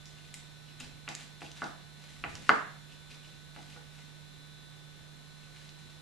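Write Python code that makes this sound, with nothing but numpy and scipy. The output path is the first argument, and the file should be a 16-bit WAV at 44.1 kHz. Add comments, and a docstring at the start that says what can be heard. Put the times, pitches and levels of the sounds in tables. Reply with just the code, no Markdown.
"""A small room with a tabletop theatre: a stiff picture card is drawn sideways out of its wooden frame.
The card slides on catching fibres, scuffs where it binds in the groove and flexes with a low rumble.
Its edge ticks over the grain and bumps the frame, once sharply; the box and the room ring after it.
Underneath, electrical equipment hums and whines over a soft hiss."""
import sys
import numpy as np
from scipy import signal
from scipy.fft import rfft, irfft, next_fast_len
from scipy.io import wavfile

SR = 44100
rng = np.random.default_rng(int(sys.argv[2]) if len(sys.argv) > 2 else 0)


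def generate_wav(signal):
    """Clip the signal to [-1, 1] and save it as 16-bit WAV at the path in sys.argv[1]."""
    frames = np.transpose(np.atleast_2d(signal))
    scaled = np.clip(frames, -1, 1) * 32767
    pcm = np.round(scaled).astype(np.int16)
    wavfile.write(sys.argv[1], SR, pcm)


N = 265297
TIME_S = np.arange(N) / SR
FFT_SIZE = next_fast_len(N)
BINS_HZ = np.fft.rfftfreq(FFT_SIZE, 1 / SR)
IMPULSE = signal.unit_impulse(2048)


def from_db(db):
    """Decibels to gain."""
    return 10 ** (np.asarray(db) / 20)


def unit_rms(x):
    """Scale to rms 1."""
    return x / np.sqrt(np.mean(np.abs(x) ** 2) + 1e-20)


def at_peak(x, db):
    """Scale to a peak level."""
    return from_db(db) * x / np.abs(x).max()


def at_hz(table, hz, column=1):
    """Interpolate a column over log frequency."""
    table = np.array(table)
    return np.interp(np.log(np.maximum(hz, 1)), np.log(table[:, 0]), table[:, column])


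def band(x, low_hz, high_hz, order=2):
    """Causal band-pass."""
    edges_hz = np.clip([low_hz, high_hz], [15, 30], [0.44 * SR, 0.45 * SR])
    return signal.sosfilt(signal.butter(order, edges_hz, "band", fs=SR, output="sos"), x)


def soften(x, top_hz, order=4):
    """Low-pass: a contact of finite length lacks treble."""
    return signal.sosfilt(signal.butter(order, top_hz, fs=SR, output="sos"), x)


def colour(x, spectrum):
    """Impose a spectrum; rms 1."""
    shaped = rfft(x, FFT_SIZE) * from_db(at_hz(spectrum, BINS_HZ))
    return unit_rms(irfft(shaped, FFT_SIZE)[..., :N])


def drift(rate_hz):
    """Smooth random motion; rms 1."""
    hop, settle = 100, 1000
    pole = np.exp(-2 * np.pi * rate_hz * hop / SR)
    white = rng.standard_normal(N // hop + settle + 2)
    slow = signal.lfilter([1], [1, -2 * pole, pole * pole], white)[settle:]
    return np.interp(np.arange(N) / hop, np.arange(len(slow)), unit_rms(slow))


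def stereo(mid, side, correlation):
    """Two independent signals to a correlated left and right."""
    left_right = np.sqrt(1 + correlation) * mid + np.sqrt(1 - correlation) * side * [[1], [-1]]
    return left_right / np.sqrt(2)


def pan(x, db):
    """Lean left (positive) or right (negative)."""
    return x * from_db([[db / 2], [-db / 2]])


def delay(x, delay_s):
    """Fractional delay, same length."""
    samples = np.arange(len(x))
    return np.interp(samples - delay_s * SR, samples, x, left=0)


def add(track, start_s, sound):
    """Mix a short sound into a track."""
    start = round(start_s * SR)
    track[..., start:start + sound.shape[-1]] += sound[..., :N - start]


def swells(rows):
    """Envelope of Gaussian swells."""
    return sum(from_db(db) * np.exp(-0.5 * ((TIME_S - centre_s) / sigma_s) ** 2)
               for centre_s, db, sigma_s in rows)


# Hiss spectrum: freq_hz, density_db
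HISS_SPECTRUM = [(20, -6.5), (45, -5), (100, -4), (200, -5), (330, -10), (600, -13), (1200, -14),
                 (2500, -15), (3900, -14.5), (5000, -19), (8000, -22.5), (11000, -26.5), (13000, -33),
                 (14500, -39)]
# Left-right likeness: freq_hz, correlation
HISS_CORRELATION = [(40, 0.45), (100, 0.97), (300, 0.3), (700, 0.06), (2000, 0.12), (5000, 0.045),
                    (12000, 0.023)]

def hiss(level_db=-56):
    """Room air: alike at both ears in the bass, wide in the treble."""
    mid, side = rfft(rng.standard_normal((2, FFT_SIZE)))
    air = irfft(stereo(mid, side, at_hz(HISS_CORRELATION, BINS_HZ)), FFT_SIZE)
    return from_db(level_db) * colour(air, HISS_SPECTRUM)


# Harmonics of 50 Hz mains: pitch_hz, left_db, right_db, left_lead_rad
MAINS_HARMONICS = [(150, -76, -50.5, 2.3), (1500, -68, -66, 0.69), (1800, -74.5, -76, 0.5)]

def hum(waver_db=0.4):
    """Nearly steady mains harmonics, unequal at the two ears."""
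    out = np.zeros((2, N))
    for hz, left_db, right_db, lead_rad in MAINS_HARMONICS:
        tone = np.sqrt(2) * np.sin(2 * np.pi * hz * TIME_S + [[lead_rad], [0]])
        out += tone * from_db([[left_db], [right_db]]) * from_db(waver_db * drift(3))
    return out


# Leading whine tones: pitch_hz
WHINE_LEAD_HZ = (3540, 4046)
# Their slow swells: mean_db, swing_db, period_s, crest_s
WHINE_SWELLS = [(-66, 3, 1.58, 4.64), (-66, 2.5, 1.216, 3.24)]
# Faint whine tones: pitch_hz
WHINE_FAINT_HZ = (3300, 3446, 3600, 3635, 3746, 3899, 3951, 4199, 4251, 5055, 5469, 5563, 6988, 7180, 11100,
                  11396, 11698)
# Their strengths: level_db
WHINE_FAINT_DB = (-81, -80, -75.5, -74, -76, -72.5, -79, -76, -77.5, -95, -85.5, -80, -84.5, -77, -89, -89,
                  -89)

def whine(waver_db=3.8, wander_hz=0.74, left_db=-4, right_lag_s=16e-6):
    """High electrical tones, right of centre, swelling singly and wandering in pitch together."""
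    lead = [(hz, db + swing_db * np.cos(2 * np.pi * (TIME_S - crest_s) / period_s))
            for hz, (db, swing_db, period_s, crest_s) in zip(WHINE_LEAD_HZ, WHINE_SWELLS)]
    faint = [(hz, db + waver_db * drift(1)) for hz, db in zip(WHINE_FAINT_HZ, WHINE_FAINT_DB)]
    wander_cycles = np.cumsum(wander_hz * drift(1.9)) / SR
    tones = np.zeros(N)
    for hz, db in lead + faint:
        phase = 2 * np.pi * (hz * TIME_S + wander_cycles + rng.random())
        tones += np.sqrt(2) * from_db(db) * np.sin(phase)
    return np.array([tones * from_db(left_db), delay(tones, right_lag_s)])


# Reverberation: freq_hz, gain_db, t60_s
ROOM_DECAY = [(140, 4, 0.29), (240, 11.5, 0.27), (382, 4.5, 0.42), (590, 9, 0.53), (850, 9.5, 0.4),
              (1060, 2.5, 0.42), (1280, -5.5, 0.41), (1810, 2, 0.5), (2640, -5.5, 0.53), (4560, 1, 0.32),
              (6760, -2, 0.46), (12000, 0.5, .28)]

def room(x, predelay_s=0.0012, build_s=0.00029, correlation=0.16):
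    """Diffuse tail, decaying in third-octave bands."""
    t = np.maximum(TIME_S[:SR] - predelay_s, 0)
    onset = 1 - np.exp(-t / build_s)
    white = rng.standard_normal((2, 2, SR))
    edges_hz = 100 * 2 ** (np.arange(23) / 3)
    response = np.zeros((2, SR))
    for k, (low, high) in enumerate(zip(edges_hz, edges_hz[1:])):
        hz = np.sqrt(low * high)
        noise = band(stereo(*white[k % 2], correlation), low, high)
        decay = from_db(-60 * t / at_hz(ROOM_DECAY, hz, column=2))
        gain = from_db(at_hz(ROOM_DECAY, hz)) * np.sqrt(2 * (high - low)) / SR
        response += gain * unit_rms(noise * decay * onset)
    return signal.fftconvolve(x[None], response, axes=1)[:, :N]


def table_echo(x, delay_s=0.0068, echo_db=-12):
    """Direct sound plus one reflection off the table top."""
    return x + from_db(echo_db) * delay(x, delay_s)


# Card flexes: centre_s, level_db, sigma_s
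FLEX_SWELLS = [(.82, -57, 0.056), (.94, -59, 0.022), (2.26, -53.5, 0.051), (2.37, -52, 0.05)]
# Rumble spectrum: freq_hz, density_db
FLEX_SPECTRUM = [(20, -2), (40, -2.5), (100, -3.5), (200, -15.5), (400, -17.5), (1000, -50)]

def flexes():
    """The card flexes and the table rumbles."""
    return swells(FLEX_SWELLS) * colour(rng.standard_normal(N), FLEX_SPECTRUM)


def fibres(catches_per_s=6000):
    """Friction: fibres catch and let go at random, in uneven bunches."""
    sizes = from_db(2.5 * np.minimum(rng.exponential(1, N), 4)) * rng.standard_normal(N)
    catches = rng.random(N) < catches_per_s / SR
    bunching = from_db(4.5 * np.clip(drift(60), -2, 1.6))
    return sizes * catches * bunching


# Card binds: centre_s, level_db, sigma_s
SCUFF_SWELLS = [(.186, -56.5, 0.0075), (.25, -51, 0.0053), (.69, -60.5, 0.02), (.81, -42, 0.0072),
                (1.46, -49, 0.0081), (2.92, -56, 0.019), (3.118, -50, 0.016), (3.252, -52, 0.0094),
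                (3.345, -55.5, 0.015), (3.72, -57, .016), (5.435, -57, 0.0069)]
# Scuff spectrum: freq_hz, density_db
SCUFF_SPECTRUM = [(300, -3), (1500, -36), (2100, -17), (2550, 6), (2950, 1.5), (3400, -7), (6000, -11),
                  (12000, -30.5)]

def scuffs():
    """Short bursts of friction where the card binds."""
    return swells(SCUFF_SWELLS) * colour(fibres(), SCUFF_SPECTRUM)


# Hand pushes: start_s, length_s, level_db
HAND_PUSHES = [(.03, 0.3, -66.5), (0.37, 0.028, -57.5), (0.791, .05, -52.5), (1.068, 0.16, -53),
               (1.4, 0.043, -54), (1.55, .11, -51.5), (1.965, 0.28, -57), (2.277, 0.3, -52),
               (3.098, 0.031, -54), (3.235, .025, -59), (3.53, 0.14, -59.5), (3.692, 0.044, -59),
               (3.893, 0.14, -58), (5.32, 0.14, -65.5), (5.529, .13, -56.5), (5.748, .16, -63.5)]
# Sliding friction spectrum: freq_hz, density_db
SLIDE_SPECTRUM = [(200, 0), (600, -9), (1400, 3), (2700, 8), (4500, 2), (7500, -1.5), (10000, -8.5),
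                  (14000, -30.5)]

def slide(rise_share=0.11, coast_s=0.038):
    """Dry friction hiss: each push speeds the card up, holds, then lets it coast to rest."""
    envelope = np.zeros(N)
    for start_s, length_s, db in HAND_PUSHES:
        t = np.maximum(TIME_S - start_s, 0)
        rise = 1 - np.exp(-t / (rise_share * length_s))
        coast = np.exp(-np.maximum(t - length_s, 0) / coast_s)
        envelope += from_db(db) * rise * coast
    return envelope * colour(fibres(), SLIDE_SPECTRUM)


# Edge snaps: start_s, level_db, pitch_hz, send_db
EDGE_TICKS = [(.0564, -39.5, 6300, 6), (0.3415, -28.5, 7900, 2), (0.802, -31.5, 7600, -4),
              (1.0891, -24, 6640, 0.5), (1.1511, -21, 6860, -6), (1.516, -34, 6450, -1),
              (1.641, -32.5, 5400, -12), (2.3537, -27, 6000, -5), (5.692, -37, 4800, -2)]

def ticks(slip_s=0.0017, slip_db=-14, body_db=-7.5):
    """The edge snaps over the grain and trails off in a tiny rough slip, the card's body under it."""
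    direct, send = np.zeros((2, N))
    slip_envelope = from_db(slip_db) * np.exp(-TIME_S[:len(IMPULSE)] / slip_s)
    for start_s, db, hz, send_db in EDGE_TICKS:
        force = IMPULSE + slip_envelope * rng.standard_normal(len(IMPULSE))
        edge = band(force, 0.85 * hz, 1.1 * hz, order=1)
        body = from_db(body_db) * band(force, 2070, 8400)
        snap = at_peak(soften(edge + body, 0.91 * hz, order=2), db)
        add(direct, start_s, snap)
        add(send, start_s, snap * from_db(send_db))
    return direct, send


# Standing waves in the wooden box: pitch_hz, gain_db, t60_s
BOX_MODES = [(188, 2, 0.54), (276.5, 16, 0.23), (324, 14, 0.24), (429, 23, 0.36), (482, 26.5, 0.31),
             (645, 4, 0.94), (738, 16.5, 0.21), (837, 14.5, 0.2), (1190, -31, 1), (1290, -9, 0.59),
             (1410, 8, 0.28), (1445, 16, 0.15), (1735, 14, 0.57)]

def box_ring(blow, position, spacing_hz=215, ear_spread_rad=0.63, build_s=0.0042):
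    """A blow feeds each standing wave by how far it lands from that wave's nodes."""
    t = TIME_S[:SR]
    response = np.zeros((2, SR))
    for hz, db, t60_s in BOX_MODES:
        coupling = np.cos(np.pi * position * hz / spacing_hz)
        ear_phase = ear_spread_rad * rng.standard_normal((2, 1))
        unity_gain = 2 * np.log(1000) / (t60_s * SR)  # at resonance
        envelope = unity_gain * from_db(db - 60 * t / t60_s)
        response += coupling * envelope * np.sin(2 * np.pi * hz * t + ear_phase)
    response *= 1 - np.exp(-t / build_s)
    return signal.fftconvolve(blow[None], response, axes=1)


# Damped resonances of card and frame: pitch_hz, width_hz, gain_db
FRAME_MODES = [(315, 417, -19.5), (712, 235, -13.5), (1352, 437, 2), (1980, 183, -7.5), (2560, 536, -13.5),
               (4440, 480, -24.5), (7370, 960, -36), (9900, 6300, -62)]
# Bumps on the frame: start_s, level_db, thud_db, clack_db, top_hz, send_db, position_frac, rebound_db
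FRAME_KNOCKS = [(0.8049, -40, 18, 15, 6000, -4.5, 0.26, -14),
                (1.0776, -27.5, 13.5, 21, 3600, 4, .23, -18.5),
                (1.418, -33, 22, 17.5, 3200, -1.5, 0.66, -7.5), (1.6195, -24, 11, -5, 6000, 2.5, 0.2, -15),
                (2.2387, -21.5, 11, 19, 3400, 1, 0.65, -10.5),
                (2.4927, -3, 1.5, 2, 14000, -0.76, 0.08, -41), (3.562, -39.5, 19, 12, 4500, 3, 0.22, -16),
                (3.762, -41, 14.5, 21, 2000, 0.5, 0.47, -16)]

def knocks(rebound_s=0.005774, rebound_top_hz=1780):
    """The card bumps the frame, lands again more softly and sets the box ringing."""
    direct, send = np.zeros((2, N))
    box = np.zeros((2, N))
    modes = [(hz, band(IMPULSE, hz - width_hz / 2, hz + width_hz / 2) * from_db(db))
             for hz, width_hz, db in FRAME_MODES]
    for start_s, db, thud_db, clack_db, top_hz, send_db, position, rebound_db in FRAME_KNOCKS:
        tilt = [(600, thud_db), (1350, 0), (2800, clack_db)]  # set by how the card lands
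        blow = sum(ring * from_db(at_hz(tilt, hz)) for hz, ring in modes)
        blow = at_peak(soften(blow, top_hz, order=6), db)
        rebound = at_peak(soften(blow, rebound_top_hz), db + rebound_db)
        knock = blow + delay(rebound, rebound_s)
        sent = knock * from_db(send_db)
        add(direct, start_s, knock)
        add(send, start_s, sent)
        add(box, start_s, box_ring(sent, position))
    return direct, send, box


def scene(rub_direct_db=-3, rub_send_db=-1):
    """The card close by, box and room leaning right, over the steady background."""
    knock_direct, knock_send, box = knocks()
    tick_direct, tick_send = ticks()
    rub = slide() + scuffs() + flexes()
    near = table_echo(knock_direct + tick_direct + from_db(rub_direct_db) * rub)
    reverb = room(knock_send + tick_send + from_db(rub_send_db) * rub)
    card = pan(near, db=0.5) + pan(reverb, db=-1.5) + pan(box, db=-4)
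    return card + hum() + whine() + hiss()


def record(dry, cutoff_hz=14200):
    """Steep elliptic low-pass."""
    return signal.sosfilt(signal.ellip(10, 0.2, 70, cutoff_hz, fs=SR, output="sos"), dry)


dry = scene()
out = record(dry)
generate_wav(out)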